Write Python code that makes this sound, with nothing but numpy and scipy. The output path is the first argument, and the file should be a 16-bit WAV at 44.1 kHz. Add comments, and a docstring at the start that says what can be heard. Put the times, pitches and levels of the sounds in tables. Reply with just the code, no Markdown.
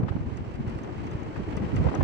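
"""Air conditioner louver closing

A phone sits close to the outlet of a wall air conditioner while its louver swings shut.
The fan's air hisses and its housing drones. The draught hits the two microphone openings
(ports) separately, so each rumbles and flutters; the phone's wind filter briefly cuts the
bass at times. The louver's plastic gear ticks faintly."""
import sys
import numpy as np
from scipy import signal
from scipy.fft import rfft, irfft
from scipy.io import wavfile
from scipy.ndimage import uniform_filter1d

SR = 44100
rng = np.random.default_rng(int(sys.argv[2]) if len(sys.argv) > 2 else 0)


def put_to_file(sound):
    """Save the sound as 16-bit audio at rate SR, in the file named by the first command-line argument."""
    columns = np.atleast_2d(sound).T  # one column per channel
    safe = np.clip(columns, -1, 1)
    whole_steps = np.round(safe * 32767)
    wavfile.write(sys.argv[1], SR, whole_steps.astype(np.int16))


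N = 89875
PORT_LAG_S = .0005  # sound reaches the left port this much later


def gain(db):
    return 10 ** (np.asarray(db) / 20)


def curve(table, column=1):
    """Join a table's points with straight lines over time."""
    table = np.array(table, float)
    return np.interp(np.arange(N) / SR, table[:, 0], table[:, column])


def colour(noise, tone):
    """Give noise the tone of an (f/Hz, level/dB) table, at an average (rms) size of 1."""
    tone, hz = np.array(tone, float), np.arange(N // 2 + 1) * SR / N + 1
    level_db = np.interp(np.log(hz), np.log(tone[:, 0]), tone[:, 1], left=-60)
    shaped = irfft(rfft(noise) * gain(level_db), N)
    return shaped / np.sqrt(np.mean(shaped ** 2))


def wobble(per_s, channels=2):
    """Glide between random values, roughly -1 to 1, per_s times a second."""
    hold = int(SR / per_s)
    steps = np.repeat(rng.standard_normal((channels, N // hold + 1)), hold, axis=1)
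    return 1.1 * uniform_filter1d(uniform_filter1d(steps, hold), hold)[:, :N]


def stereo_noise(shared, lag_s):
    """Left and right noise with a shared part that comes lag_s later on the left."""
    both, own = rng.standard_normal(N), rng.standard_normal((2, N))
    common = np.array([np.roll(both, int(lag_s * SR)), both])
    return np.sqrt(shared) * common + np.sqrt(1 - shared) * own


def add(out, start_s, sound):
    """Mix a sound in at start_s."""
    i = max(int(start_s * SR), 0)
    out[..., i:i + sound.shape[-1]] += sound[..., :N - i]


def pan(db):
    """Two gains that make the left db louder than the right."""
    return gain(np.array([db, -db]) / 2)


# Tone of the hiss: f/Hz, level/dB
HISS_TONE = [(300, -30), (600, -4), (900, 0), (1300, -7), (2000, -10), (3100, -15), (3500, -23),
             (4500, -23), (5800, -27.5), (7000, -29.5), (8200, -34), (9200, -43), (10200, -49),
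             (15800, -50)]
# How loud the hiss is: t/s, level/dB
HISS_LEVEL = [(0, -51.5), (.3, -48.5), (.9, -47), (1.4, -47), (1.55, -44.5), (1.8, -42.5), (2.04, -44)]

def air_hiss(treble_hz=6500, left_cut_db=4):
    """The fan's air hisses out of the outlet, a little duller on the left."""
    noise = stereo_noise(shared=.35, lag_s=PORT_LAG_S)
    flicker_db = 1.24 * wobble(30.1, channels=1) + 2.0 * wobble(180)
    hiss = colour(noise * gain(flicker_db), HISS_TONE)
    treble = signal.butter(2, treble_hz * np.array([.6, 1.35]), "bandpass", fs=SR, output="sos")
    hiss[0] -= (1 - gain(-left_cut_db)) * signal.sosfiltfilt(treble, hiss[0])
    return hiss * gain(curve(HISS_LEVEL))


# Tone of the fan housing: f/Hz, level/dB
HOUSING_TONE = [(200, -20), (260, -6), (325, 0), (390, -5), (480, -10), (700, -18), (810, -12), (920, -22),
                (2000, -100)]
# How loud it drones: t/s, level/dB
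HOUSING_LEVEL = [(0, -46), (.5, -48), (.78, -44), (.85, -46), (.905, -40), (.95, -45), (1.3, -43.5),
                 (1.52, -43), (2.04, -42)]

def housing_drone():
    """The fan housing gives a hollow hum at a few hundred Hz, much alike on both sides."""
    noise = stereo_noise(shared=.81, lag_s=PORT_LAG_S)
    flicker_db = .42 * wobble(40.8, channels=1)
    return colour(noise * gain(flicker_db), HOUSING_TONE) * gain(curve(HOUSING_LEVEL))


# Tone of the rumble: f/Hz, level/dB
RUMBLE_TONE = [(20, -20), (35, -9), (55, -1), (110, 0), (180, -3.5), (240, -5), (290, -9), (380, -25),
               (800, -100)]
# How loud it is between dips: t/s, left level/dB, right level/dB
RUMBLE_LEVEL = [(0, -33, -20), (.12, -39, -33.5), (.3, -30, -32), (.5, -36.5, -39.5), (.62, -31.5, -36.5),
                (.85, -35, -41), (1.15, -33, -35), (1.3, -35.5, -28.5), (1.5, -31.5, -35),
                (1.66, -26.5, -27), (1.8, -28.5, -23.5), (1.88, -31, -26.5), (1.95, -49, -26),
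                (2.04, -29, -17.5)]
# When the phone's wind filter cuts the bass: t/s, length/s, port (0 left, 1 right)
BASS_DIPS = [(0.034, 0.1, 0), (0.147, 0.041, 0), (0.18, 0.035, 0), (0.291, 0.11, 0), (0.516, 0.034, 0),
             (1.419, 0.031, 0), (1.676, 0.057, 0), (1.874, .108, 0), (0.536, 0.02, 1), (0.894, 0.065, 1),
             (1.17, 0.03, 1), (1.214, 0.044, 1), (1.3, 0.073, 1), (1.456, 0.011, 1), (1.497, .028, 1),
             (1.573, 0.03, 1)]

def draught_rumble(dip_db=-18, fade_s=.006):
    """The draught rumbles on each port; the phone's wind filter briefly cuts the bass now and then."""
    noise = stereo_noise(shared=.29, lag_s=0)
    lumps_db = 2.5 * wobble(65)
    rumble = colour(noise * gain(lumps_db), RUMBLE_TONE)
    dipping = np.zeros((2, N))
    for start_s, length_s, port in BASS_DIPS:
        add(dipping[port], start_s, np.ones(int(length_s * SR)))
    dipping = uniform_filter1d(np.minimum(dipping, 1), int(fade_s * SR))
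    level_db = np.array([curve(RUMBLE_LEVEL, column=1), curve(RUMBLE_LEVEL, column=2)])
    return rumble * gain(level_db + dip_db * dipping)


# Tone of the swirling air: f/Hz, level/dB
SWIRL_TONE = [(170, -24), (240, -3), (340, 0), (480, -5.5), (650, -12.5), (1300, -25), (2500, -42),
              (5000, -90)]
# How loud it is: t/s, level/dB, left minus right/dB
SWIRL_LEVEL = [(0.0, -34, -2), (0.04, -36, 0), (0.07, -43, 6), (0.15, -41, 0), (0.2, -45, 0),
               (0.57, -45, 1), (0.8, -41, 0), (1.0, -43, 1), (1.36, -41, 1), (1.41, -37, 1),
               (1.445, -40, 0), (1.46, -50, 0), (1.48, -37, -2), (1.6, -38, 1), (1.74, -38, 3),
               (1.82, -34, 2), (1.88, -33.5, 8), (1.91, -38, 3), (1.94, -34.5, 6), (2.04, -36, 6)]

def swirl_flutter():
    """Small swirls in the draught flutter at a pitch above the rumble."""
    noise = stereo_noise(shared=.4, lag_s=.0001)
    flicker_db = .5 * wobble(70, channels=1) + .6 * wobble(98)
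    swirls = colour(noise * gain(flicker_db), SWIRL_TONE)
    return swirls * gain(curve(SWIRL_LEVEL)) * pan(curve(SWIRL_LEVEL, column=2))


# Puffs of air: t/s, level/dB, left minus right/dB, f/Hz
AIR_PUFFS = [(.032, -36, 5, 870), (.068, -42.5, -5, 890), (.084, -34.5, 5, 1070), (0.09, -41, 8, 1670),
             (.121, -40, -8, 870), (.162, -37.5, -1.5, 726), (.841, -48, 8, 1300), (0.876, -41.5, -4, 850),
             (.892, -40.5, 5, 940), (1.361, -37.5, 4, 1180), (1.527, -41.5, 1, 1480),
             (1.846, -27.5, 3, 495), (1.868, -25.5, 11, 510), (1.886, -30, 8, 950),
             (1.918, -29.5, 5.5, 530), (1.941, -29.5, 13.5, 640), (1.955, -33.5, 5, 1060),
             (2.01, -29.5, 16, 730)]

def puffs(rise_s=.0045):
    """Air brushes across a port's edge in short, rough bursts."""
    out, t = np.zeros((2, N)), np.arange(int(.018 * SR)) / SR
    swell = t / rise_s * np.exp(1 - t / rise_s)
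    for at_s, db, pan_db, hz in AIR_PUFFS:
        band = signal.butter(1, hz * np.array([.4, 1.8]), "bandpass", fs=SR, output="sos")
        puff = signal.sosfilt(np.vstack([band] * 3), rng.standard_normal((2, len(t))))
        puff /= np.sqrt(2) * puff.std()
        add(out, at_s - .003, gain(db) * puff * swell * pan(pan_db)[:, None])
    return out


# Thumps of air: t/s, level/dB, f/Hz, port (0 left, 1 right)
AIR_THUMPS = [(0.036, -14, 136, 0), (.115, -16, 97, 1), (0.117, -26.5, 115, 0), (0.156, -16.5, 157, 1),
              (0.168, -17.5, 211, 0), (0.213, -20, 114, 0), (0.274, -22, 96.5, 0), (0.396, -25.5, 113, 0),
              (0.423, -28, 135, 1), (0.483, -25, 97, 1), (0.551, -24, 98.6, 0), (0.588, -29, 138, 0),
              (0.609, -20.5, 161, 1), (0.607, -26, 129, 0), (0.679, -22, 111, 1), (0.681, -24.5, 95.5, 0),
              (0.762, -28, 131, 0), (.762, -23.5, 138, 1), (.816, -27, 198, 1), (0.93, -26.5, 112, 0),
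              (1.056, -31, 124, 1), (1.155, -25, 106, 0), (1.156, -24.5, 118, 1), (1.382, -24, 98, 0),
              (1.401, -22.5, 227, 1), (1.49, -31, 131, 1), (1.568, -36, 112, 1), (1.575, -21, 124, 0),
              (1.645, -21, 159, 0), (1.741, -20.5, 110, 1), (1.762, -24.5, 101, 0), (1.804, -15.5, 115, 1),
              (1.802, -18.5, 109, 0), (1.817, -18, 96, 0), (1.821, -22, 120, 1), (1.851, -24.5, 145, 1),
              (1.862, -22, 139, 0), (1.864, -12, 110, 1), (1.879, -18, 87, 1), (1.881, -23.5, 91, 0),
              (1.893, -16, 100, 1), (2.012, -20, 134, 1), (2.02, -29, 109, 0), (2.025, -41, 88, 1)]

def thumps(width_cycles=.36):
    """The draught shoves one port: a single low swing of pressure."""
    out = np.zeros((2, N))
    phases = .018 * rng.standard_normal(len(AIR_THUMPS))
    for (at_s, db, hz, port), phase in zip(AIR_THUMPS, phases):
        cycles = np.arange(-1.5 * SR / hz, 1.5 * SR / hz) * hz / SR
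        swell = np.exp(-.5 * (cycles / width_cycles) ** 2)
        wave = np.sqrt(2) * np.sin(2 * np.pi * (cycles + phase))
        add(out[port], at_s - 1.57 / hz, gain(db) * swell * wave)
    return out


def ring(push, hz, ring_s):
    """A pushed part rings at one pitch, fading 60 dB in ring_s; its peak is 1."""
    decay = np.exp(-np.log(1000) / (ring_s * SR))
    feedback = [1, -2 * decay * np.cos(2 * np.pi * hz / SR), decay * decay]
    note = signal.lfilter([1, 0, -1], feedback, push)
    return note / np.abs(note).max()


# Slips of the gear: t/s, level/dB, boost for the flap's edge/dB
GEAR_SLIPS = [(0.101, -66, -11), (0.3703, -51, 7), (0.5382, -57, -10), (0.5546, -57, 4), (0.675, -53, -6),
              (0.6953, -51.5, -16), (0.7841, -50, -14), (0.834, -62, 16.5), (.973, -61, -12),
              (1.03, -62, -8), (1.067, -52, 4), (1.1109, -52, 4), (1.2321, -57, 9), (1.362, -52.5, -8),
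              (1.5672, -44.5, 3), (1.7602, -42, 3.5), (1.9495, -49.5, 14.5)]
# Notes the flap's body rings at: f/Hz, level/dB, ring time/s
FLAP_NOTES = [(1200, 5, .015), (2000, 4, .012), (2700, 1.5, .01), (3400, -4, .008), (4600, -3.5, .008),
              (5600, -10, .004), (7100, -9, .004), (8100, -11, .004), (10500, -29, .003)]

def louver_ticks(scrape_s=.0055, snap_s=.002, low_delay_s=.003, top_hz=10000):
    """Each gear slip snaps the louver flap's edge and scrapes its body, whose lower notes come late."""
    out, t = np.zeros((2, N)), np.arange(int(.08 * SR)) / SR
    for slip_s, db, edge_db in GEAR_SLIPS:
        *own_scrape, shared_scrape, snap = rng.standard_normal((4, len(t))) * np.exp(-t / scrape_s)
        edge = gain(edge_db - 3) * ring(snap * np.exp(-t / snap_s), hz=6390, ring_s=.009)
        for port, at_s in enumerate([slip_s + PORT_LAG_S, slip_s]):
            add(out[port], at_s, gain(db) * edge)
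            for hz, note_db, ring_s in FLAP_NOTES:
                note = ring(own_scrape[port] + shared_scrape, hz, ring_s)
                if hz < 3000:  # a second pass makes the lowest notes purer
                    note = ring(note, hz, ring_s / 2)
                add(out[port], at_s + low_delay_s * (hz < 5000), gain(db + note_db) * note)
    return signal.sosfilt(signal.butter(2, top_hz, fs=SR, output="sos"), out)


def scene():
    """The fan, its draught on the ports and the louver, all together."""
    fan = air_hiss() + housing_drone()
    draught = draught_rumble() + thumps() + swirl_flutter() + puffs()
    return fan + draught + louver_ticks()


def record(dry):
    """The phone cuts off the highest treble."""
    top_hz = 15700
    return signal.sosfilt(signal.ellip(10, .2, 80, top_hz, fs=SR, output="sos"), dry)


dry = scene()
out = record(dry)
put_to_file(out)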